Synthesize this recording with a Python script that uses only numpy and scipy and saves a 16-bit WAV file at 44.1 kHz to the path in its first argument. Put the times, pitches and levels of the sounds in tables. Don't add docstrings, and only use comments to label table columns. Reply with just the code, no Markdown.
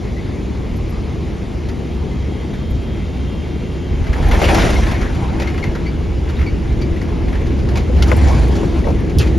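import sys
import numpy as np
from scipy import signal
from scipy.fft import rfft, irfft, next_fast_len
from scipy.io import wavfile
from scipy.ndimage import uniform_filter1d, minimum_filter1d, map_coordinates

SR = 44100
rng = np.random.default_rng(int(sys.argv[2]) if len(sys.argv) > 2 else 0)


def output_pcm(signal):
    pcm = np.clip(np.atleast_2d(signal).T, -1, 1) * 32767
    wavfile.write(sys.argv[1], SR, np.round(pcm).astype(np.int16))


def gain_from_db(level_db):
    decades = np.asarray(level_db, float) / 20
    return 10 ** decades


N = 413658
TIME = np.arange(N) / SR
TOUCHDOWN_S, THRUST_FROM_S = 3.92, 5.6

# time in seconds, strength in dB.
SHAKING = [(3.7, -88), (3.95, -45.5), (4.14, -38), (4.47, -23.5), (4.66, -24), (4.95, -32.5), (5.6, -40),
           (5.9, -43), (6.2, -48), (6.46, -44), (6.55, -44.5), (7.87, -41), (8.02, -34.5), (8.31, -31.5),
           (8.9, -39), (9.17, -44), (9.26, -36), (9.38, -42.5)]
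# frequency in Hz, density in dB per Hz.
PANEL_COLOUR = [(900, -14), (1250, 0), (1700, 0.5), (2150, -0.5), (2800, -5.5), (3800, -14.5), (5000, -58)]


def airframe():
    # frequency in Hz, density in dB per Hz.
    roar_colour = [(60, -13), (105, 0), (150, 0), (250, -2), (300, -6), (345, -4.5), (430, -8), (570, -17),
                   (800, -29.5)]
    air_roar_db, thrust_db, shake_roar_db = -25, -22, 5.5
    power, upper_share = drive()
    modes = []
    for centre_hz, width_hz in [(52, 32.2), (68, 16.4)]:
        def body(hz):
            return resonance(hz, centre_hz, width_hz) * resonance(hz, centre_hz, 4.06 * width_hz)
        modes.append(unit(filtered(rng.standard_normal((2, N)), body)))
    boom = np.sqrt(1 - upper_share) * modes[0] + np.sqrt(upper_share) * modes[1]
    swing = np.sqrt(np.abs(uniform_filter1d(boom ** 2, size=2500)) + 0.054)
    boom = np.sqrt(power) * unit(boom / swing ** 0.64)

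    rolling = ramp(TOUCHDOWN_S, THRUST_FROM_S)
    roar_power = gain_from_db(2 * air_roar_db) + rolling * gain_from_db(2 * (thrust_db + thrust()))
    roar_power = roar_power + gain_from_db(2 * (curves(SHAKING)[0] + shake_roar_db))
    gusts = gain_from_db(0.44 * wobble(8))
    skin = coloured(patchy(0.43), roar_colour)
    skin_mode = filtered(skin, lambda hz: resonance(hz, 331.5, 27))
    skin = skin + (0.23 + rolling * 0.86) * skin_mode
    return boom + np.sqrt(roar_power) * gusts * skin


def drive():
    # centre in seconds, peak in dB, length in seconds, share of the upper mode 0-1.
    bumps = [(0.106, -21, 0.093, 1), (0.795, -23.5, 0.72, 0.04), (1.565, -17.5, 0.025, 0.85),
             (1.68, -18.5, 0.036, .6), (1.774, -20, 0.04, 0), (1.995, -19.5, 0.077, 0.7),
             (2.205, -21, 0.17, 0.82), (2.737, -16.5, 0.072, 0.74), (3.1, -23.5, 0.98, 0.83),
             (3.936, -13, 0.035, 0.33), (4.015, -10, 0.026, 0), (4.108, -13, 0.04, 0),
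             (4.296, -10, 0.15, 0.33), (4.482, -10.5, 0.052, 0.8), (4.713, -14.5, 0.35, 0.15),
             (5.006, -15.5, 0.045, 0.06), (5.287, -19.5, 0.6, 0.63), (5.686, -10, 0.017, 0.3),
             (5.835, -18.5, 0.05, 1), (6.16, -18, 0.38, 1), (6.42, -11, 0.031, 0.7),
             (6.534, -16.5, 0.065, 0.7), (6.736, -15.5, 0.15, 0.47), (6.925, -15.5, 0.051, 0.5),
             (7.503, -16.5, 0.69, 0.4), (8.006, -10, 0.13, 1), (8.325, -10, 0.36, 1),
             (8.875, -16, 0.27, 0.63), (9.187, -7, 0.039, 0.9), (9.31, -14.5, 0.23, 0.94)]
    air_db, roll_db = -26, -25
    air_upper, roll_upper = 0.78, 0.24
    t = TIME[::64]
    down = ramp(TOUCHDOWN_S, TOUCHDOWN_S + .05)[::64]
    power = gain_from_db(2 * (air_db + down * (roll_db - air_db)))
    upper = power * (air_upper + down * (roll_upper - air_upper))
    for s, db, length, share in bumps:
        swell = gain_from_db(2 * db) / (1 + (2 * (t - s) / max(length, .02)) ** 4)
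        power = power + swell
        upper = upper + swell * share
    upper_share = np.clip(upper / power, 0, 1)
    return [np.interp(TIME, t, v) for v in (power, upper_share)]


def thrust():
    full_s, rise_db = 8.47, 13.5
    return rise_db * (ramp(THRUST_FROM_S, full_s) - 1)


def rattle():
    # frequency in Hz, density in dB per Hz.
    dull_colour = [(250, -37), (480, -1), (800, -1.5), (1100, -6.5), (1500, -48)]
    # frequency in Hz, density in dB per Hz.
    bright_colour = [(3000, -2), (4200, -0.5), (6600, -6), (8200, -4), (12500, -23.5), (15700, -19)]
    panel_db, = curves(SHAKING)
    bright_db = -1 + 0.43 * (panel_db - panel_db.max()) + 0.22 * thrust()
    shared = 0.77 + 0.76 * contacts(99, spread_db=4.5, life=0.23)
    near = patchy(2.5)
    far = near[:, ::-1]

    def shake(x, spectrum):
        own = .4 * contacts(200, spread_db=3, life=0.066)
        return coloured(np.sqrt(shared + own) * x, spectrum)

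    out = shake(near, PANEL_COLOUR)
    out = out + gain_from_db(3.5 + 1.8 * wobble(6.7)) * shake(far, dull_colour)
    out = out + gain_from_db(bright_db) * shake(far, bright_colour)
    return gain_from_db(panel_db - 1.57) * out


def clacks():
    # frequency in Hz, density in dB per Hz.
    snap_colour = [(2500, -20), (3200, 4.5), (4500, 6.5), (7000, 1), (10500, -12), (13000, -18),
                   (15700, -7)]
    # frequency in Hz, density in dB per Hz.
    knock_colour = [(250, -17), (480, 4.5), (700, -1.5), (950, -5), (1400, -20)]
    # frequency in Hz, density in dB per Hz.
    sheen_colour = [(7500, -31), (9000, 3), (13500, -9), (15700, -5)]
    # start in seconds, peak in dB, ring in Hz, crack in dB.
    thumps = [(4.33, -26, 900, -22), (7.76, -27, 1000, -25), (8.63, -23, 1000, -24),
              (8.866, -20, 1290, -29), (8.884, -21.5, 1110, -20), (8.902, -29, 1260, -7)]
    # start in seconds, peak in dB, ring in Hz, crack in dB.
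    bins = [(4.0662, -24, 2030, -16), (4.4147, -9, 2200, -28), (4.396, -20, 2000, -19),
            (5.0125, -20, 1530, -12), (5.3976, -18, 2330, -12.5), (6.8134, -25.5, 2240, -10),
            (7.687, -23.5, 1800, -12), (8.7883, -29, 1440, -9)]
    # start in seconds, peak in dB, ring in Hz, crack in dB.
    trim = [(1.686, -24.5, 1880, -9.5), (2.5341, -26, 1950, -16), (4.2557, -22, 1480, -16),
            (4.3106, -9, 2080, -17), (4.4832, -7.5, 1870, -46), (4.5794, -15, 1890, -25),
            (4.6314, -18, 1800, -17), (4.9122, -16, 2010, -13), (5.4188, -18.5, 1980, -12),
            (5.7502, -20, 1500, -16), (5.916, -36, 2090, -18), (6.288, -27, 2300, -14),
            (6.2954, -24, 1510, -16.5), (7.755, -17.5, 2520, -11.5), (7.771, -17.5, 2300, -10.5),
            (8.2816, -21, 2240, -7), (8.5524, -26.5, 1350, -4.5), (9.0952, -25, 2100, -13)]
    # start in seconds, peak in dB, ring in Hz, crack in dB.
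    latches = [(4.13, -17, 1680, -17), (4.8319, -17, 1940, -20), (5.472, -21.5, 2120, -16),
               (5.6384, -18, 2030, -16), (5.577, -20.5, 1890, -17), (6.354, -29, 2540, -23),
               (6.375, -35, 2500, -23), (6.4123, -22.5, 2080, -21), (6.427, -27.5, 1820, -29),
               (7.0145, -24.5, 2010, -13), (7.3262, -22, 1900, -30), (8.164, -30, 1430, -19),
               (9.2045, -21, 2700, -28)]
    # start in seconds, peak in dB, ring in Hz, crack in dB.
    slaps = [
        (8.0235, -15, 2890, -3),
        (8.034, -18, 1460, -24),
    ]
    # start in seconds, peak in dB, ring in Hz, crack in dB.
    slams = [
        (8.1148, -12, 1410, -16),
        (8.119, -14, 1050, -31),
    ]
    # start in seconds, peak in dB, ring in Hz, crack in dB.
    buckles = [
        (9.185, -22.5, 2960, 2.8),
    ]
    # start in seconds, peak in dB, ring in Hz, crack in dB.
    doors = [(4.333, -8.5, 716, -38), (4.416, -6.5, 794, -41), (4.497, -10, 804, -42),
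             (4.57, -4.5, 760, -36), (4.625, -14, 560, -36), (4.74, -12, 800, -34), (4.865, -17, 650, -36),
             (5.398, -19.5, 900, -31.5)]
    # start in seconds, peak in dB, ring in Hz, crack in dB.
    loose = [(4.04, -26, 2000, -18), (4.181, -26, 2240, -14), (4.225, -24, 1700, -16),
             (4.585, -15, 1900, -18), (4.615, -15, 1600, -12), (4.665, -15, 2090, -14),
             (4.7, -17, 1800, -11), (4.73, -20, 1300, -15), (4.865, -19, 2200, -16), (4.94, -20, 1900, -17),
             (4.33, -12.5, 1720, -30), (4.4394, -7, 2810, -28), (4.5446, -8.5, 2030, -11.5),
             (4.497, -20, 1500, -25), (5.147, -25, 1080, -12), (5.5, -26, 1800, -17),
             (5.54, -23, 2120, -22), (5.717, -29, 2130, -22), (6.103, -32, 985, -20),
             (6.274, -30, 1730, -25), (6.366, -29, 3830, -25), (6.388, -21, 1900, -22),
             (6.72, -31, 2190, -14), (6.96, -26, 2000, -26), (7.088, -30, 1700, -26),
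             (7.28, -24, 2180, -20), (7.352, -25, 1900, -23), (7.41, -28, 2150, -28),
             (7.465, -26, 2100, -12), (7.515, -27, 2200, -22), (7.588, -29, 1560, -13),
             (8.058, -21, 1350, -24), (8.08, -18, 1305, -12), (8.095, -25, 2200, -25),
             (8.866, -29, 1250, -27), (9.188, -23, 4830, -14), (9.192, -17, 3040, -13),
             (9.2, -25, 4300, -17), (9.198, -20, 2600, -18), (9.212, -21.5, 2590, -11),
             (9.203, -33, 2200, -25), (9.222, -27, 2040, -15), (9.27, -25, 2400, -10)]
    # start in seconds, peak in dB.
    ticks = [(4.1669, -46), (4.2672, -37), (4.2852, -29), (4.3271, -37), (4.3904, -35), (4.5436, -27),
             (4.7052, -31), (4.8768, -40), (5.1457, -52), (7.0239, -46), (8.0735, -36), (8.1663, -27.5),
             (7.71, -45), (7.7635, -43), (8.3205, -39), (8.4826, -34), (8.5634, -38), (8.8862, -45),
             (9.004, -43), (9.1856, -32)]
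    # contacts, knock in dB, sheen over crack in dB, ring t60, knock t60 and attack in seconds.
    kinds = [(thumps, 16, -9, 0.089, 0.086, 0.0028), (bins, 6.8, -13, 0.16, 0.11, .001),
             (trim, 0.5, -26, 0.15, 0.16, .0018), (latches, -8, -20, 0.15, 0.24, .0008),
             (slaps, -21, -15, 0.086, .062, .0006), (slams, 0, 0, 0.067, 0.11, .0008),
             (buckles, -15, 2.5, 0.074, .16, .0004), (doors, -1, -9, 0.19, 0.11, 0.0022),
             (loose, -14, -14, 0.16, .1, 0.0016)]
    rise_cycles = 1.7
    out = np.zeros((2, N + SR))
    t = np.arange(SR // 6) / SR
    hz = np.fft.rfftfreq(len(t), 1 / SR)
    panel, knock, snap, sheen = (coloured(rng.standard_normal((2, N + len(t))), colour)
                                 for colour in (PANEL_COLOUR, knock_colour, snap_colour, sheen_colour))

    def fade(t60, attack):
        return (1 - np.exp(-t / attack)) * gain_from_db(-60 * t / t60)

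    for rows, knock_db, sheen_db, t60, knock_t60, attack in kinds:
        for s, db, ring_hz, crack_db in rows:
            at = slice(round(s * SR), round(s * SR) + len(t))
            other_hz = rng.uniform(0.92, 1.77) * ring_hz
            modes = resonance(hz, ring_hz, 220) + 0.16 * resonance(hz, other_hz, 250)
            ring = unit(irfft(rfft(rng.standard_normal((2, len(t)))) * modes, len(t)))
            ring = ring + 0.89 * min(1, ring_hz / 1500, 2200 / ring_hz) ** 3 * panel[:, at]
            ring = ring + 1.3 * np.sin(2 * np.pi * ring_hz * t) * gain_from_db(-60 * t / 0.046)
            ring = ring * fade(t60, attack) * (1 - np.exp(-t * ring_hz / rise_cycles))
            brief = fade(0.035, attack)
            crack = snap[:, at] * (fade(0.79 * t60, attack) + 0.7 * brief)
            crack = crack + gain_from_db(sheen_db) * sheen[:, at] * brief
            dull = gain_from_db(knock_db) * knock[:, at] * fade(knock_t60, attack)
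            out[:, at] += gain_from_db(db - 11.5) * (ring + dull + gain_from_db(crack_db + 6.5) * crack)
    for s, db in ticks:
        at = slice(round(s * SR), round(s * SR) + len(t))
        out[:, at] += gain_from_db(db - 3) * sheen[:, at] * fade(.035, .0008)
    return out[:, :N]


def slam():
    # mode in Hz, level in dB, t60 in seconds.
    panel_modes = [(495, -6.5, 0.039), (860, -18, .05), (1020, -13, 0.049), (1217, -13.5, 0.038),
                   (1480, -16, 0.065)]
    # mode in Hz, level in dB, t60 in seconds.
    crack_modes = [(2080, 2, 0.0084), (2450, -9, .01), (3400, -20, .008), (1500, -12, .012)]
    # mode in Hz, level in dB, t60 in seconds.
    low_modes = [(190, -19.5, .3), (225, -20.5, .25)]
    # mode in Hz, level in dB, t60 in seconds.
    thump_modes = [(560, -15.5, 0.066), (884, -18, .06), (1250, -26, .04), (1600, -30, .03)]
    # mode in Hz, level in dB, t60 in seconds.
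    slap_modes = [(1450, -14, .016), (2150, -22, .04), (2760, -16, 0.021), (3230, -18, .02),
                  (5170, -20, .015)]
    # start in seconds, level in dB, modes struck.
    strikes = [(8.1145, 2, panel_modes), (8.1163, 2.5, crack_modes), (8.1285, -3, panel_modes[:1]),
               (7.9, -6, panel_modes[:1]), (8.1215, -7, panel_modes[1:4]), (8.06, -2, low_modes),
               (8.14, 0.5, low_modes), (8.22, 0, low_modes), (8.129, -13, panel_modes[2:]),
               (8.0232, 1.5, slap_modes), (8.851, 0, thump_modes[:1]), (8.871, -1, thump_modes),
               (8.884, -1, thump_modes[:1]), (8.901, -8, thump_modes[:2])]
    out = np.zeros(N + SR)
    t = np.arange(SR // 5) / SR
    for s, db, modes in strikes:
        ring = sum(gain_from_db(level_db - 60 * t / t60) * np.sin(2 * np.pi * hz * t) for hz, level_db, t60 in modes)
        out[round(s * SR):][:len(t)] += gain_from_db(db) * (1 - np.exp(-t / 0.0008)) * ring
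    return out[:N]


def squeaks():
    # start in seconds, peak in dB, pitch in Hz, octave in dB, length in seconds.
    rubs = [(0.163, -33.5, 2015, -30, 0.042), (2.11, -38, 2060, -30, 0.037), (2.415, -39, 2020, -30, 0.033),
            (3.01, -41, 2050, -30, .04), (3.255, -42, 1950, -30, 0.026), (3.449, -39, 2050, -32, 0.033),
            (4.756, -20, 2150, -23, 0.018), (5.657, -30, 2120, -24, .025), (8.841, -26, 1950, -31, .006),
            (5.473, -25.5, 2140, -21, 0.025), (5.627, -19, 2160, -23, 0.013), (5.858, -29, 2100, -26, 0.02),
            (5.864, -31, 2290, -13.5, 0.032), (6.463, -26, 2270, -16.5, 0.033),
            (6.815, -38.5, 2295, -1.5, 0.017), (6.83, -31, 2340, -18, 0.014), (8.212, -28, 2130, -25, 0.02)]
    # start in seconds, peak in dB, pitch in Hz.
    chirps = [
        (0.7557, -41, 11400),
        (0.8884, -41, 11300),
        (1.9275, -51.5, 11600),
        (2.6963, -43, 11300),
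    ]
    out = np.zeros(N + SR)
    for s, db, hz, octave_db, length in rubs:
        t = np.arange(int((3 * length + .05) * SR)) / SR
        pitch = hz * (1 + .08 * (t - length / 2)) + 360 * rng.standard_normal(len(t))
        phase = 2 * np.pi * np.cumsum(pitch) / SR
        body = 1 / (1 + (t / length) ** 6) + 0.22 * np.exp(-t / .03)
        flutter = 1 + .3 * np.sin(2 * np.pi * 85 * t + 6 * rng.random())
        shape = (1 - np.exp(-t / 0.0015)) * body * flutter
        tone = np.sin(phase) + gain_from_db(octave_db + 7.0) * np.sin(2 * phase)
        out[round(s * SR):][:len(t)] += gain_from_db(db - 3.5) * shape * tone
    t = np.arange(SR // 20) / SR
    swell = np.sin(np.pi * np.clip(t / 0.031, 0, 1))
    for s, db, hz in chirps:
        pitch = hz * (1.04 - 1.8 * t) + 1500 * rng.standard_normal(len(t))
        phase = 2 * np.pi * np.cumsum(pitch) / SR
        out[round(s * SR):][:len(t)] += gain_from_db(db - 8.5) * swell * np.sin(phase)
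    return out[:N]


def vents():
    # frequency in Hz, density in dB per Hz.
    vent_colour = [(300, -3.5), (520, -4.5), (800, -0.5), (1500, -10), (1900, -9), (2140, -6), (2450, -10),
                   (3300, -13), (6000, -21), (8200, -23.5), (12500, -38.5), (15700, -34)]
    # time in seconds, level in dB.
    air_whine = [(0, -66), (1.7, -59), (2.05, -51), (3, -51), (4, -50), (4.4, -62), (5.3, -75)]
    # time in seconds, level in dB.
    roll_whine = [(3.9, -75), (4.3, -60), (5.4, -57), (5.55, -47), (5.66, -47), (5.72, -55), (6.4, -52),
                  (9.38, -66)]
    # pitch in Hz, wavering in Hz, level in dB, clearest at and for in seconds.
    air_lines = [(2785, 12, 0, 3.55, 1.1), (3205, 27, 2.5, 3.2, 3.2), (3628, 18, -2, 3.05, 1.4)]
    # pitch in Hz, wavering in Hz, level in dB, clearest at and for in seconds.
    roll_lines = [(2945, 30, 0, 6, 9)]
    out = gain_from_db(-37.5 + 0.065 * wobble(4.6)) * coloured(patchy(1.26), vent_colour)
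    spool = 1 - .011 * np.clip(TIME - 3, -1.5, 1.5)
    for rows, lines in [(air_whine, air_lines), (roll_whine, roll_lines)]:
        whine_db, = curves(rows)
        for hz, width_hz, level_db, at, length in lines:
            pitch = hz * spool + width_hz * (.5 * wobble(4) + 1.1 * wobble(60))
            phase = 2 * np.pi * np.cumsum(pitch) / SR
            presence = 1 / (1 + (2 * (TIME - at) / length) ** 4)
            out = out + gain_from_db(whine_db + level_db + 1.8 * wobble(9)) * np.sin(phase) * presence
    return out


def contacts(rate, spread_db, life):
    strength_db = spread_db * np.minimum(rng.exponential(size=N), 1.7)
    taps = (rng.random(N) < rate / SR) * gain_from_db(strength_db)
    t = np.arange(SR // 8) / SR
    decay = (1 - np.exp(-t / 0.0015)) * gain_from_db(-120 * t / life)
    burst = np.abs(signal.fftconvolve(taps ** 2, decay)[:N])
    return burst / np.mean(burst)


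def patchy(patchy_db):
    z = signal.stft(rng.standard_normal((2, N)), nperseg=512)[2]
    field = uniform_filter1d(rng.standard_normal(z.shape[1:]), size=6, axis=0)
    field = uniform_filter1d(field, size=10, axis=1)
    return signal.istft(z * gain_from_db(patchy_db * unit(field)), nperseg=512)[1][:, :N]


def resonance(hz, centre_hz, width_hz):
    return 1j * hz * width_hz / (centre_hz ** 2 - hz ** 2 + 1j * hz * width_hz)


def filtered(x, response):
    m = next_fast_len(x.shape[-1] + 8192)
    return irfft(rfft(x, m) * response(np.fft.rfftfreq(m, 1 / SR)), m)[..., :x.shape[-1]]


def coloured(x, spectrum):
    closed = [(spectrum[0][0] / 2, -120)] + list(spectrum) + [(spectrum[-1][0] * 2, -120)]
    return unit(filtered(x, lambda hz: gain_from_db(along(closed, hz))))


def unit(x):
    return x / np.sqrt(np.mean(x ** 2) + 1e-20)


def along(points, hz):
    f, v = np.transpose(points)
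    return np.interp(np.log(hz + 1), np.log(f + 1), v)


def curves(rows):
    s, *cols = np.transpose(rows)
    return [np.interp(TIME, s, c) for c in cols]


def ramp(from_s, to_s):
    return np.clip((TIME - from_s) / (to_s - from_s), 0, 1)


def wobble(rate):
    coarse = np.arange(0, N + 64, 64)
    knots = rng.standard_normal(int(N * rate / SR) + 4)
    return np.interp(np.arange(N), coarse, map_coordinates(knots, [coarse * rate / SR]))


def scene():
    return airframe() + rattle() + clacks() + slam() + squeaks() + vents()


def joint(mid, side):
    # frequency in Hz, margin in dB.
    margin_rows = [(6000, 12), (6900, 7), (7900, 8), (8300, 11), (9000, 10), (9700, 8), (12000, 5),
                   (13300, 4), (13900, 8), (14500, 12)]
    wander_db, attack_db = 4, 13.5
    both = np.array([mid, side])
    hz, _, z = signal.stft(both, SR, nperseg=2048)
    bands = (np.abs(z[:, :1024]) ** 2).reshape(2, 256, 4, -1).sum(axis=2)
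    bands = uniform_filter1d(bands, size=2, axis=1)
    band_hz = hz[:1024:4, None]
    wander = uniform_filter1d(rng.standard_normal((64, bands.shape[2])), size=3, axis=1)
    wander = unit(wander).repeat(4, axis=0)
    margin = along(margin_rows, band_hz) + wander_db * wander * (band_hz > 7000)
    strong = bands > bands[::-1] * gain_from_db(-2 * margin)
    z[:, :1024] *= np.repeat(strong, 4, axis=1) | (hz[:1024, None] < 1900)
    pruned = signal.istft(z, SR, nperseg=2048)[1][:, :N]
    treble = (filtered(both, lambda f: f > 9000) ** 2).sum(axis=0)
    before = np.roll(np.abs(uniform_filter1d(treble, size=900)), 650)
    jump = uniform_filter1d(treble, size=300) > gain_from_db(2 * attack_db) * before
    return pruned + uniform_filter1d(1. * jump, size=120) * (both - pruned)


def roll_off(x):
    return signal.sosfilt(signal.butter(12, 15850, fs=SR, output="sos"), x)


def record(dry):
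    # frequency in Hz, difference over sum in dB.
    ports = [(40, -25.5), (100, -11.5), (300, -8.5), (1100, -5), (1850, -5.5),
             (2300, -13), (3000, -26), (5500, -26), (6250, -13), (6800, -4), (7400, 3), (7800, 13),
                    (8300, 21), (8900, 13), (9500, 1), (10450, -12), (11700, -24), (12900, -12), (13350, 0),
                    (13800, 11), (14700, 26)]
    # frequency in Hz, left over right in dB.
    balance = [(60, -1), (140, .5), (260, 4), (480, 3), (730, .5), (1700, 2.2), (2300, 1), (2550, 0),
               (3900, 0)]
    top_hz = 15850

    def turn(hz):
        return np.arctan(gain_from_db(along(ports, hz)))

    def to_side(hz):
        sign = np.where((hz > 8300) & (hz < 11700), -1, 1)
        lag = np.where(hz > 5000, 0.99 * sign, 0)
        return np.sin(turn(hz)) * (hz < top_hz) * np.array([1j * lag, np.sqrt(1 - lag ** 2)])

    mid = filtered(dry[0], lambda hz: np.cos(turn(hz)) * (hz < top_hz))
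    side = filtered(dry, to_side).sum(axis=0)
    needed = np.minimum(1, .87 / (np.abs(mid) + np.abs(side) + 1e-9))
    gain = uniform_filter1d(minimum_filter1d(needed, size=500), size=500)
    mid, side = joint(gain * mid, gain * side)
    halves = np.array([[.5], [-.5]])
    pair = filtered(np.array([mid + side, mid - side]), lambda hz: gain_from_db(along(balance, hz) * halves))
    return roll_off(pair)


dry = scene()
out = record(dry)
output_pcm(out)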